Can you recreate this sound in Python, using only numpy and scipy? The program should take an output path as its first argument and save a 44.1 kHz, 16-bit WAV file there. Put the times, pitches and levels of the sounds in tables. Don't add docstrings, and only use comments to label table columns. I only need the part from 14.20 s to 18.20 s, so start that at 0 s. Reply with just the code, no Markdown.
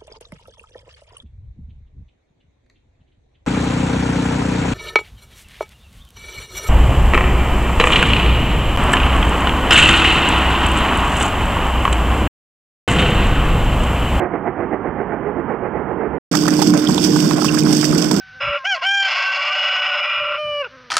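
import sys
import numpy as np
from scipy import signal
from scipy.fft import rfft, irfft
from scipy.io import wavfile
from scipy.ndimage import uniform_filter1d

SR = 44100
rng = np.random.default_rng(int(sys.argv[2]) if len(sys.argv) > 2 else 0)


def bounce(signal):
    frames = np.transpose(np.atleast_2d(signal))
    limited = np.clip(frames, -1, 1)
    pcm = np.round(limited * 32767).astype(np.int16)
    wavfile.write(sys.argv[1], SR, pcm)


N = 176400

# start_s, level_db, decay_s
WHEEL_SPLASHES = [(2.152, -13.5, 0.0036), (2.169, -18, 0.0065), (2.28, -23, 0.0043), (2.304, -19, 0.003),
                  (2.391, -22, 0.0031), (2.422, -16, 0.0098), (2.47, -22.5, 0.0078), (2.5024, -20, 0.0028),
                  (2.575, -17.5, 0.0032), (2.692, -24.5, 0.012), (2.745, -12, 0.0017),
                  (2.839, -18.5, 0.024), (2.961, -20, 0.004), (3.001, -20.5, 0.0075), (3.214, -22, 0.0062),
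                  (3.25, -21, 0.028), (3.345, -21, 0.0055), (3.385, -18, 0.011), (3.527, -14.5, 0.0062),
                  (3.565, -21, 0.0065), (3.611, -12, 0.0025), (3.641, -23, 0.027), (3.651, -15, 0.002),
                  (3.779, -17.5, 0.011), (3.821, -18, 0.0045), (3.912, -13, 0.0051)]


def undb(db):
    return 10 ** (np.asarray(db) / 20)


def unit(x):
    return x / np.sqrt(np.mean(x ** 2))


def on_bins(points):
    hz, value = np.array(points, float).T
    order = np.argsort(hz)
    return np.interp(np.log(np.arange(N // 2 + 1) * SR / N + 1), np.log(hz[order]), value[order])


def colour(x, spectrum):
    cepstrum = irfft(np.log(undb(on_bins(spectrum))), N)
    cepstrum[1:N // 2] *= 2
    cepstrum[N // 2 + 1:] = 0
    return irfft(rfft(x) * np.exp(rfft(cepstrum)), N)


def noise_gain(spectrum):
    return np.sqrt(np.mean(undb(on_bins(spectrum)) ** 2))


def walk(rate_hz):
    hold = max(int(SR / rate_hz), 1)
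    steps = np.repeat(rng.standard_normal(N // hold + 1), hold)
    return unit(uniform_filter1d(uniform_filter1d(steps, hold), hold)[:N])


def impacts(per_s, spread_db):
    impulses = (rng.random(N) < per_s / SR) * rng.choice([-1, 1], N)
    return unit(impulses * undb(spread_db * np.minimum(rng.exponential(size=N), 4)))


def add(out, start_s, x):
    i = int(np.clip(start_s * SR, 0, N - 1))
    out[i:i + len(x)] += x[:N - i]


def bubble(hz, cycles, pitch_rise=0.069):
    age = np.linspace(0, 1, max(int(cycles / hz * SR), 2))
    turns = cycles * (age + pitch_rise * age ** 2 / 2)
    envelope = 1.84 * (1 - np.exp(-age / 0.089)) * np.exp(-np.log(100) * age)
    return envelope * np.sin(2 * np.pi * turns)


def hull_shadow(x, scatter_s=0.012, lag_samples=3):
    # frequency_hz, gain_db
    shadow = [(60, 7), (110, -1.5), (200, -3.3), (300, -5.8), (700, -12), (1290, -17), (2380, -19),
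              (4400, -20), (8120, -17), (15000, -26)]
    # frequency_hz, likeness (1 = unscattered)
    phase_likeness = [(60, 0.69), (140, 0.55), (300, 0.56), (700, 0.13), (1500, 1), (3500, 0.056),
                      (12000, 0.088)]
    scatter = rfft(rng.standard_normal(N) * np.exp(-np.arange(N) / SR / scatter_s))
    diffuseness = 1 - np.clip(on_bins(phase_likeness), 0, 1)
    shade = undb(on_bins(shadow))
    right = rfft(x) * 2 / (1 + shade)
    left = right * shade * np.exp(1j * diffuseness * np.angle(scatter))
    return np.array([np.roll(irfft(left, N), lag_samples), irfft(right, N)])


def bubbles(fizz_count=600, low_hz=800, high_hz=3400, fizz_db=-39.5, cluster_s=0.01):
    # start_s, level_db, pitch_hz
    cluster_events = [(2.664, -18, 3090), (2.776, -16, 3430), (3.28, -16.5, 2900), (3.29, -23, 2830)]
    clusters, fizz = np.zeros(N), np.zeros(N)
    for start_s, db, hz in cluster_events:
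        for late, detune in rng.random((5, 2)):
            ring = bubble(hz * np.exp(0.26 * (detune - 0.5)), cycles=20.4)
            add(clusters, start_s + late * cluster_s, undb(db) * ring)
    for when, pitch, faintness in rng.random((fizz_count, 3)):
        ring = bubble(low_hz * (high_hz / low_hz) ** pitch, cycles=16)
        add(fizz, when * N / SR, undb(-3 * np.log(faintness + 0.027)) * ring)
    return clusters + undb(fizz_db) * unit(fizz)


def droplets(count=520, low_hz=4480, high_hz=8620, scattered_db=-37):
    def ping(pitch):
        return bubble(low_hz * (high_hz / low_hz) ** pitch, cycles=24)

    scattered, flung = np.zeros(N), np.zeros(N)
    for when, pitch, faintness in rng.random((count, 3)):
        add(scattered, when * N / SR, undb(-3 * np.log(faintness + 0.0054)) * ping(pitch))
    for start_s, db, decay_s in WHEEL_SPLASHES:
        for late, pitch in rng.random((4, 2)):
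            add(flung, start_s + late * decay_s, undb(db - 7) * ping(pitch))
    return undb(scattered_db) * unit(scattered) + flung


def slosh(level_db=-31, surge_db=3):
    # frequency_hz, gain_db
    spectrum = [(200, -20), (450, 5), (560, 9), (720, 7), (880, -5.5), (1050, 3), (1300, -2.5), (1500, 4.5),
                (1750, -7), (2400, -9), (4000, -41)]
    tumble = unit(colour(impacts(per_s=1800, spread_db=2), spectrum))
    return tumble * undb(level_db + surge_db * walk(35))


def spray(t, patter_db=-30.5, crackle_db=-34.5, attack_s=0.00082, drop_decay_s=0.0015):
    # frequency_hz, gain_db
    spectrum = [(600, -18), (1400, -18), (2200, -14), (2800, -7), (3650, -5.5), (4000, -17), (4400, -5.5),
                (4750, 0.5), (5350, 1), (6100, -2), (6650, -11), (7300, -8.5), (8100, -3.5), (9200, -20.5),
                (11600, -21), (13600, -16.5), (15500, -27)]
    patter = impacts(per_s=4500, spread_db=-0.5) * undb(patter_db + walk(60) + 2 * walk(20.6))
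    big_drops = np.abs(impacts(per_s=110, spread_db=0.5))
    drop_tail = np.exp(-np.arange(SR // 20) / SR / drop_decay_s)
    envelope = undb(crackle_db) * unit(signal.fftconvolve(big_drops, drop_tail)[:N])
    for start_s, db, decay_s in WHEEL_SPLASHES:
        age_s = np.maximum(t - start_s, 0)
        envelope += undb(db) * (1 - np.exp(-age_s / attack_s)) * np.exp(-age_s / decay_s)
    bursts = envelope * impacts(per_s=7000, spread_db=1.3)
    return colour(patter + bursts, spectrum) / noise_gain(spectrum)


def slaps(t, decay_s=0.0017):
    # start_s, level_db
    hits = [(2.152, -13), (2.283, -13.5), (2.418, -12), (2.538, -22.5), (2.778, -23), (3.110, -17),
            (3.183, -24), (3.246, -12), (3.643, -13.5), (3.911, -18)]
    # frequency_hz, gain_db
    spectrum = [(300, -24), (700, -5), (1500, 1), (3200, -6), (7000, -7), (15000, -19)]
    force = sum(undb(db) * (t >= start_s) * np.exp(-np.abs(t - start_s) / decay_s) for start_s, db in hits)
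    return colour(force * rng.choice([-1, 1], N), spectrum) / noise_gain(spectrum)


def gulps(breakup_s=0.013, detune=0.43, plop_hz=633, cycles=7.8):
    # start_s, level_db, pitch_hz
    pockets = [(2.138, -8.5, 1200), (2.150, -10, 1120), (2.233, -17, 1070), (2.255, -15, 1400),
               (2.279, -5.5, 1235), (2.391, -13, 820), (2.419, -6, 784), (2.538, -8.5, 1110),
               (2.691, -11.5, 1090), (2.778, -13, 930), (2.96, -10, 1120), (3.11, -9, 1020),
               (3.183, -13, 890), (3.218, -11.5, 1250), (3.245, -7.5, 1150), (3.345, -15, 1140),
               (3.373, -10, 1560), (3.463, -12, 1390), (3.508, -19, 810), (3.629, -9.5, 1430),
               (3.728, -12.5, 1230), (3.912, -8.5, 930)]
    out = np.zeros(N)
    for start_s, db, hz in pockets:
        ring_db, plop_db = db - 2.5, db - 8
        add(out, start_s, undb(ring_db) * bubble(hz, cycles))
        plop_s = start_s + breakup_s * rng.random() / 2
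        plop = bubble(plop_hz * np.exp(detune * (rng.random() - 0.5)), cycles=7.4)
        add(out, plop_s, undb(plop_db) * plop)
        for late, pitch, faintness in rng.random((5, 3)):
            follower = bubble(hz * np.exp(detune * (2 * pitch - 1)), cycles)
            add(out, start_s + late * breakup_s, undb(ring_db - 7 * (faintness + late)) * follower)
    return out


def drive(t, pitch_hz=151.5, waver=0.0018):
    # harmonic_number, relative_db
    harmonics = [(1, -12), (2, 0.5), (3, -16.5)]
    # time_s, level_db
    swell = [(2.13, -21), (2.54, -17), (2.78, -22.5), (2.93, -15.5), (3.1, -20), (3.28, -22), (3.36, -17.5),
             (3.58, -19.5), (3.98, -23.5)]
    phase = 2 * np.pi * np.cumsum(pitch_hz * (1 + waver * walk(12.42))) / SR
    hum = np.sqrt(2) * sum(undb(db) * np.sin(number * phase) for number, db in harmonics)
    return hum * undb(np.interp(t, *np.array(swell).T))


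def ramp_rumble(t, roll_db=-26.5, ring_width_hz=25.3, ring_db=14.5, muffle_hz=2810):
    # centre_s, level_db, half_width_s, ring_hz
    throbs = [(0.026, -17.5, 0.022, 354), (0.15, -20, 0.014, 346), (.274, -18, 0.011, 360),
              (.415, -21, 0.021, 348), (.534, -18, 0.011, 386), (0.674, -22.5, .017, 357),
              (0.803, -22, 0.022, 397), (.932, -23, 0.02, 423), (1.07, -22.5, 0.028, 411),
              (1.193, -23, 0.019, 343), (1.314, -21, 0.022, 393), (1.453, -23, 0.021, 393),
              (1.577, -23, 0.023, 409), (1.711, -23.5, 0.017, 365), (1.831, -22, 0.024, 428),
              (1.949, -25, .016, 358)]
    # pitch_hz, width_hz, gain_db, slope_db_per_s
    upper_modes = [(462, 60, 3.5, 4), (700.6, 32, 13, -3), (830, 21, 4, 5)]
    # frequency_hz, gain_db
    rattle_spectrum = [(60,-47.5),(150,-13),(280,-7.5),(600,-9.5),(900,-14),(1400,-17),(2100,-20.5),(2550,-33.5),(4200,-54.5)]
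    # frequency_hz, gain_db
    roll_spectrum = [(20, -31), (64, -6), (108, -6.5), (165, -2), (270, -1), (440, -4), (606, -11),
                     (821, -6), (2000, -21.5), (2600, -34.5), (3200, -32.5), (4160, -67.5)]
    rattle = colour(impacts(per_s=3000, spread_db=0.7), rattle_spectrum)
    rumble = undb(roll_db) * unit(colour(rng.standard_normal(N), roll_spectrum))
    for centre_s, db, half_width_s, ring_hz in throbs:
        detune = np.exp(0.018 * rng.standard_normal())
        modes = [(ring_hz, ring_width_hz, ring_db)]
        modes += [(hz * detune, width, gain + slope * centre_s) for hz, width, gain, slope in upper_modes]
        body = rattle.copy()
        for hz, width_hz, gain_db in modes:
            body += (undb(gain_db) - 1) * signal.lfilter(*signal.iirpeak(hz, hz / width_hz, SR), rattle)
        power = np.exp(-((t - centre_s) / half_width_s) ** 2 / 2)
        rumble += undb(db) * body * np.sqrt(power / np.average(body ** 2, weights=power))
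    muffled = signal.sosfilt(signal.butter(8, muffle_hz, fs=SR, output="sos"), rumble)
    left_ratio = undb(-10.5 - 2 * t)
    return np.array([left_ratio * muffled, muffled]) * 2 / (1 + left_ratio)


def hull_drumming(t, gain_db=2.5):
    # frequency_hz, gain_db
    response = [(25, -50), (69, -23), (105, -21), (133, -10), (153, 0.5), (200, -3), (278, -3), (303, -8.5),
                (335, -6), (378, -8), (420, -11), (475, -14), (530, -26.5), (900, -28.5), (2000, -74)]
    # time_s, level_db
    churn = [(2.12, -21), (2.444, -20.5), (2.496, -15), (2.626, -25.5), (2.684, -18.5), (3.14, -19.5),
             (3.166, -23), (3.214, -20), (3.392, -21), (3.476, -16), (3.664, -25), (3.742, -15),
             (3.842, -23), (4.0, -17.5)]
    knocks = unit(colour(impacts(per_s=1600, spread_db=1), response))
    return knocks * undb(gain_db + np.interp(t, *np.array(churn).T))


def scene(ramp_end_s=1.985, water_start_s=2.114, edge_s=0.002):
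    t = np.arange(N) / SR
    water = drive(t) + hull_drumming(t) + gulps() + slaps(t) + bubbles() + slosh() + spray(t) + droplets()
    ramp_gate = np.clip((ramp_end_s - t) / edge_s, 0, 1)
    water_gate = np.clip((t - water_start_s) / edge_s + 0.5, 0, 1)
    return hull_shadow(water) * water_gate + ramp_rumble(t) * ramp_gate


def record(dry, cutoff_hz=15750):
    return signal.sosfilt(signal.ellip(10, 0.2, 80, cutoff_hz, fs=SR, output="sos"), np.clip(dry, -1, 1))


dry = scene()
out = record(dry)
bounce(out)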